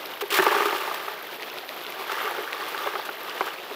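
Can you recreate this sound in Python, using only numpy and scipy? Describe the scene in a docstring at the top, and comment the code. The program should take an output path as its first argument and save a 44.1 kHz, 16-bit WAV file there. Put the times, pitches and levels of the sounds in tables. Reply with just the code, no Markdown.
"""Wet gravel in a sluice box

A shovelful of wet gravel slides into a metal hopper; later a hand rakes it down the tray and more stones tumble.
Water rushes, bubbles and spits throughout: filtered noise, damped chirps and very high ticks.
Gravel is random impulses ringing the tray's modes, and sand is bright ticks under a crunchy gain.
Large stones are paired noisy knocks with a sheet-metal boom; pebbles are short filtered snaps."""
import sys
import numpy as np
from scipy import signal
from scipy.fft import rfft, irfft, next_fast_len
from scipy.io import wavfile
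from scipy.ndimage import map_coordinates

SR = 44100
rng = np.random.default_rng(int(sys.argv[2]) if len(sys.argv) > 2 else 0)


def digitize_waveform(pressure):
    """Quantize a signal to 16-bit integers and store it at the path in sys.argv[1].

    Rows of a 2-D input are taken as channels; values are limited to [-1, 1].
    """
    field = np.atleast_2d(pressure).T
    bounded = np.clip(field, -1, 1)
    quanta = np.round(bounded * 32767).astype(np.int16)
    wavfile.write(sys.argv[1], SR, quanta)


N = 165375
T = np.arange(N) / SR
AGE = T[:SR // 5]  # seconds since an event began

# Water spectrum. Each row: frequency in Hz, relative density in dB per Hz.
WATER_SPECTRUM = [(30, -65), (70, -46), (130, -16), (240, -11), (370, 2), (550, -1), (900, -3),
                  (1800, -6.5), (3400, -6), (5000, -14.5), (7000, -24), (9000, -26.5), (12000, -20),
                  (15500, -17)]
# Droplets spitting off the riffles. 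Each row: time in seconds, level in dB relative to SPRAY_DB.
SPRAY_LEVEL = [(0, -3), (.9, -9), (1.5, -6), (1.9, -4.5), (2.6, -7.5), (3.2, -7), (3.75, -18)]
# Pebbles clicking together. Each row: start in seconds, peak level in dB, pitch in Hz.
PEBBLE_CLICKS = [(0.059, -22.5, 3450), (1.424, -23, 2640), (1.431, -22.5, 3260), (1.5, -25.5, 3630),
                 (1.585, -21.5, 3080), (1.691, -22.5, 2650), (1.866, -21, 3250), (1.923, -23, 2700),
                 (2.53, -14.5, 2680), (2.779, -21.5, 3100), (3.296, -22.5, 3400)]
# Spectrum of a click. Each row: frequency as a multiple of the pebble's pitch, relative gain in dB.
PEBBLE_SPECTRUM = [(.01, -69), (.4, -53), (.7, 4.5), (1.5, -1.5), (2.1, -19.5), (3, -21)]
# Sand hissing off the shovel blade. Each row: time in seconds, level in dB.
SAND_LEVEL = [(.3, -53), (.335, -45), (.35, -32), (.37, -21), (.405, -36), (.43, -28.5), (.485, -36),
              (.54, -32.5), (.65, -35.5), (.8, -37), (1.0, -45.5), (1.1, -43)]
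# Clumps of grit landing. Each row: start in seconds, level at the top of the swell in dB.
GRIT_CLUMPS = [(0.208, -26), (0.303, -24), (0.322, -26), (0.34, -24), (0.42, -30), (0.654, -29.5),
               (0.942, -35), (2.115, -35), (2.682, -35.5), (3.051, -38), (3.456, -39)]
# Grit spectrum. Each row: frequency in Hz, relative density in dB per Hz.
GRIT_SPECTRUM = [(100, -54), (600, -54), (1300, 4), (3000, 11), (6000, -2), (9000, -4), (12000, -1),
                 (15500, 3)]
# Gravel pouring onto the tray. Each row: time in seconds, level in dB.
POUR_LEVEL = [(.29, -49), (.31, -30.5), (.36, -25.5), (.44, -26), (.49, -24), (.56, -23), (.64, -27),
              (.72, -28), (.8, -30), (.95, -34.5), (1.2, -42.5)]
# Gravel raked down the tray by hand. Each row: time in seconds, level in dB.
RAKE_LEVEL = [(1.85, -52), (2.01, -35), (2.07, -39.5), (2.11, -30.5), (2.28, -30.5), (2.35, -36.5),
              (2.55, -36.5), (2.63, -33), (2.72, -35), (2.86, -31), (3.03, -41), (3.22, -43.5), (3.35, -36),
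              (3.43, -38), (3.48, -34), (3.56, -46)]
# Gravel spectrum. Each row: frequency in Hz, relative density in dB per Hz.
GRAVEL_SPECTRUM = [(30, -47), (80, -39), (150, -27.5), (260, -20), (380, -4), (520, -0.5), (740, -8),
                   (1200, 1), (1550, -2), (2100, -7.5), (3500, -9), (5500, -16), (8000, -29.5),
                   (15000, -20.5)]
# Ringing modes of the tray. Each row: frequency in Hz, relative level in dB, t60 in seconds.
TRAY_MODES = [(342.5, -7.5, 0.058), (383, -8.5, 0.099), (426.5, -7.5, 0.081), (580, -6.5, 0.02),
              (787, -3.5, 0.065), (882.6, 0.5, 0.053), (1173, 3, 0.023), (1277, -11, 0.027),
              (1338, -12, 0.034), (1560, -3.5, 0.027), (1717, -7, 0.041), (2136, -7.5, 0.042),
              (2868, -9.5, 0.02)]
# Large stones hitting the tray. Each row: start in seconds, knock level in dB, floor boom level in dB,
# time spent tumbling to the second contact in seconds, nominal strongest pitch in Hz.
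STONE_HITS = [(0.212, -24, -48, .005, 1120), (.221, -25, -18.5, 0.014, 453),
              (0.321, -28, -20.5, 0.0071, 1170), (.388, -9.5, -9.5, .008, 1640),
              (0.425, -16, -47, .003, 1090), (.455, -20, -34, .005, 1420), (.465, -10.5, -16, 0.00375, 870),
              (0.502, -40, -24, .004, 1110), (0.516, -19, -29, 0.0035, 1650), (0.548, -19, -23, .003, 1310),
              (0.565, -18, -16, .007, 1520), (0.605, -14.5, -16, 0.0021, 1190),
              (0.622, -17.5, -30, .008, 1066), (0.657, -18.5, -13.5, 0.003, 1130),
              (0.691, -25, -40, .016, 1500), (0.727, -17.5, -37, 0.00287, 935),
              (0.748, -26, -26, 0.0087, 1200), (0.853, -26, -50, .004, 1150),
              (0.876, -22, -48, 0.00352, 910), (1.081, -22, -34, 0.003, 1270),
              (2.096, -23, -54, .004, 1290), (2.117, -25, -48, .005, 1380), (2.211, -22.5, -36, .004, 1110),
              (2.245, -29, -24.5, 0.0025, 1070), (2.265, -23, -24.5, 0.01, 1105),
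              (2.311, -24, -39, .006, 895), (2.384, -24, -21, 0.0037, 480),
              (2.746, -23, -45, 0.00206, 1410), (2.862, -21.5, -23, 0.0045, 633),
              (2.872, -19, -33, 0.0028, 1090), (2.937, -26.5, -30, .005, 830),
              (2.954, -19.5, -27, 0.0038, 1190), (2.995, -26, -48, 0.0023, 900),
              (3.09, -24, -27, 0.0019, 1550), (3.408, -13, -22, .0045, 894),
              (3.468, -23.5, -30, 0.0067, 1280), (3.712, -30, -29, .004, 630)]
# Filter for a stone's thud. Each row: frequency in Hz, relative gain in dB.
KNOCK_SPECTRUM = [(30, -41), (90, -48), (170, -23), (250, -12), (360, -4), (600, 2), (900, -2), (1750, -1),
                  (2400, -3.5), (3500, -21.5), (5500, -21), (12000, -50)]

WATER_DB, BUBBLE_DB = -38.5, -41.5  # levels midway through
WATER_RISE_DB_PER_S = 0.03  # the water grows very slightly louder
SPRAY_DB = -45.5  # reference for the spray's level curve
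PEBBLE_SCUFF, PEBBLE_T60_S = .3, .009  # scuffing noise beside the snap
RAKE_SAND_DB = -10.5  # sand stirred by the hand, relative to the gravel
CLUMP_RISE_S, CLUMP_T60_S = 0.0058, 0.042
GRAVEL_PER_S, GRAVEL_SPREAD_DB = 1100, 3  # hits over all spots of the tray, unevenness of their size
GRAVEL_T60_S, GRAVEL_RING_DB = 0.013, -15.5  # dry burst of a hit, tray ring under it
RATTLE_DB = -8  # stone on stone, relative to the patter
THUD_T60_S, THUD_RING_DB = .014, -16
STONE_PITCH_DB, STONE_T60_S = -0.5, .024  # a stone's strongest pitch beside the thud
SECOND_EDGE_DB = -3  # the second contact relative to the first
KNOCK_SPAN_S = 0.0017  # a knock's energy is levelled as if it lasted this long
FLOOR_HZ, FLOOR_SAG = 420.8, 0.19  # boom before sagging, fraction of sag per unit of knock gain
FLOOR_T60_S, BOOM_RISE_S = 0.091, 0.0041
FLOOR_PAIR, FLOOR_PAIR_DB = .9, -6  # lower mode stirred by the second contact: pitch ratio, relative level
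# the bulk of the load lands and shakes the whole hopper
THUMP_S, THUMP_DB, THUMP_HZ, THUMP_T60_S = .39, -34.5, 175, 0.13
TOP_HZ = 15600


def amp(db):
    """Decibels to gain."""
    return 10 ** (np.asarray(db) / 20)


def unit(x):
    """Scale to rms 1."""
    return x / np.sqrt(np.mean(x ** 2) + 1e-20)


def fade(t60):
    """An exponential decay that falls 60 dB in t60 seconds."""
    return np.exp(-np.log(1000) * AGE / t60)


def level(rows):
    """Gain per sample drawn through (seconds, dB) points, practically silent outside them."""
    s, db = np.transpose(rows)
    return amp(np.interp(T, s, db, left=-120, right=-120))


def add(track, s, sound):
    """Mix a sound into the track at a time in seconds."""
    i = max(0, round(s * SR))
    track[i:i + len(sound)] += sound[:max(0, N - i)]


def colour(x, points):
    """A causal minimum-phase filter of unit energy, shaped by (Hz, dB) points."""
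    size = 8192
    hz, db = np.transpose(points)
    log_hz = np.log(np.fft.rfftfreq(size, 1 / SR) + 1)
    log_gain = np.log(amp(np.interp(log_hz, np.log(hz), db)))
    # folding the cepstrum forward in time makes the filter causal
    cepstrum = irfft(log_gain)
    cepstrum[1:size // 2] *= 2
    cepstrum[size // 2 + 1:] = 0
    response = irfft(np.exp(rfft(cepstrum)))
    return signal.fftconvolve(x, response / np.linalg.norm(response))[:len(x)]


def wobble(rate):
    """A smooth random curve, rate knots a second."""
    return map_coordinates(rng.standard_normal(2000), [T * rate], mode="wrap")


def ticks(rate, spread_db):
    """Random impulses, rate a second on average, of uneven size and either sign."""
    size = amp(spread_db * np.clip(rng.standard_normal(N), -2, 2))
    struck = rng.random(N) < rate / SR
    return unit(struck * size * rng.choice([-1, 1], N))


def grains(count, centre_hz, octaves, cycles, spread_db, rise):
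    """Bubbles, drops or stone chips: damped tones that may rise in pitch; a few are louder than the rest."""
    u = rng.random((count, 5))
    hz = centre_hz * 2 ** (octaves * (u[:, :1] + u[:, 1:2] - 1))
    t = AGE[:1400]
    age = t * hz / (cycles * (.5 + u[:, 2:3]))  # higher grains age faster
    tone = np.sin(2 * np.pi * hz * t * (1 + rise * np.minimum(age, 2)))
    tone = tone * np.exp(-3 * age) * (1 - np.exp(-t * hz))
    size = amp(spread_db * u[:, 3:4] ** 4) * np.sqrt(hz / centre_hz)
    at = (u[:, 4:] * N).astype(int) + np.arange(len(t))
    return unit(np.bincount(at.ravel(), (tone * size).ravel(), N)[:N])


def tray(t60, ring_db):
    """One spot of the tray: a dry noise burst, and modes whose strengths and signs depend on the spot."""
    weights = amp(rng.normal(0, 0.9, len(TRAY_MODES))) * rng.choice([-1, 1], len(TRAY_MODES))
    ring = np.zeros(len(AGE))
    for weight, (hz, db, life) in zip(weights, TRAY_MODES):
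        ring += weight * amp(db + ring_db) * fade(life) * np.sin(2 * np.pi * hz * AGE)
    return rng.standard_normal(len(AGE)) * fade(t60) + ring


def boom(hz, db, t60):
    """One low mode of the sheet metal, with a soft start."""
    return amp(db) * np.sin(2 * np.pi * hz * AGE) * fade(t60) * (1 - np.exp(-AGE / BOOM_RISE_S))


def water():
    """The rush over the riffles, churning unevenly, full of small bubbles that rise in pitch."""
    churn = amp(1.6 * wobble(50) + .4 * wobble(5))
    source = rng.standard_normal(N) + ticks(2500, 5.4)
    rush = unit(colour(source, WATER_SPECTRUM) * churn)
    froth = grains(count=2200, centre_hz=1300, octaves=1.8, cycles=9, spread_db=11, rise=0.06)
    swell = amp(WATER_RISE_DB_PER_S * (T - T.mean()))
    return swell * (amp(WATER_DB) * rush + amp(BUBBLE_DB) * froth)


def spray():
    """Tiny droplets burst with very high ticks."""
    drops = grains(count=800, centre_hz=12800, octaves=.22, cycles=8, spread_db=14, rise=0)
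    highpass = signal.butter(4, 10500, "highpass", fs=SR, output="sos")
    return amp(SPRAY_DB) * level(SPRAY_LEVEL) * unit(signal.sosfilt(highpass, drops))


def pebbles():
    """Stone on stone: a short bright snap with a little scuffing."""
    out = np.zeros(N)
    for s, db, hz in PEBBLE_CLICKS:
        scuff = PEBBLE_SCUFF * rng.standard_normal(len(AGE)) * fade(PEBBLE_T60_S)
        contact = (AGE == 0) + scuff
        spectrum = [(hz * multiple, gain_db) for multiple, gain_db in PEBBLE_SPECTRUM]
        click = colour(contact, spectrum)
        add(out, s, amp(db) * click / np.abs(click).max())
    return out


def sand():
    """Fine grit slides over the metal and lands in clumps: dense ticks with a fast uneven crunch."""
    flow = level(SAND_LEVEL) + amp(RAKE_SAND_DB) * level(RAKE_LEVEL)
    shape = (1 - np.exp(-AGE / CLUMP_RISE_S)) * fade(CLUMP_T60_S)
    for s, db in GRIT_CLUMPS:
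        add(flow, s, amp(db) * shape / shape.max())
    crunch = amp(3.5 * np.tanh(wobble(160)))
    return flow * unit(colour(ticks(9000, 3.0), GRIT_SPECTRUM) * crunch)


def gravel(count=14):
    """Many small stones patter on several spots of the tray and rattle against each other."""
    patter = np.zeros(N)
    for _ in range(count):
        hits = ticks(GRAVEL_PER_S / count, GRAVEL_SPREAD_DB)
        patter += signal.fftconvolve(hits, tray(GRAVEL_T60_S, GRAVEL_RING_DB))[:N]
    rattle = grains(count=1500, centre_hz=1900, octaves=1.1, cycles=6, spread_db=10, rise=0)
    moving = colour(unit(patter) + amp(RATTLE_DB) * rattle, GRAVEL_SPECTRUM)
    return unit(moving) * (level(POUR_LEVEL) + level(RAKE_LEVEL))


def knock(pitch_hz):
    """One contact of a stone: a filtered thud of the tray plus a damped tone near the stone's pitch."""
    thud = colour(tray(THUD_T60_S, THUD_RING_DB), KNOCK_SPECTRUM)
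    hz = pitch_hz * (1 + 0.046 * rng.standard_normal())
    body = np.sin(2 * np.pi * hz * AGE) * fade(STONE_T60_S) * (1 - np.exp(-AGE * pitch_hz))
    sound = unit(thud) + amp(STONE_PITCH_DB) * rng.choice([-1, 1]) * unit(body)
    return sound / np.sqrt(np.sum(sound ** 2) / (KNOCK_SPAN_S * SR))


def stones():
    """Each large stone lands, tips onto a second edge and booms the floor; heavy ones pull its pitch down."""
    out = np.zeros(N)
    for s, db, boom_db, tumble, pitch_hz in STONE_HITS:
        add(out, s, amp(db) * knock(pitch_hz))
        add(out, s + tumble, amp(db + SECOND_EDGE_DB) * knock(pitch_hz))
        # the knock's gain stands for the stone's weight
        hz = FLOOR_HZ * (1 - FLOOR_SAG * amp(db) + 0.019 * rng.standard_normal())
        add(out, s, boom(hz, boom_db, FLOOR_T60_S))
        lower = boom(hz * FLOOR_PAIR, boom_db + FLOOR_PAIR_DB, FLOOR_T60_S)
        add(out, s + tumble, rng.choice([-1, 1]) * lower)
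    add(out, THUMP_S, boom(THUMP_HZ, THUMP_DB, THUMP_T60_S))
    return out


def scene():
    """All sources summed in the open air, without reverberation, as one channel."""
    return (water() + spray() + pebbles() + sand() + gravel() + stones())[None]


def record(dry):
    """A steep band limit: nothing above TOP_HZ passes."""
    size = next_fast_len(N + SR // 2)
    passed = np.fft.rfftfreq(size, 1 / SR) < TOP_HZ
    return irfft(rfft(dry, size) * passed, size)[..., :N]


dry = scene()
out = record(dry)
digitize_waveform(out)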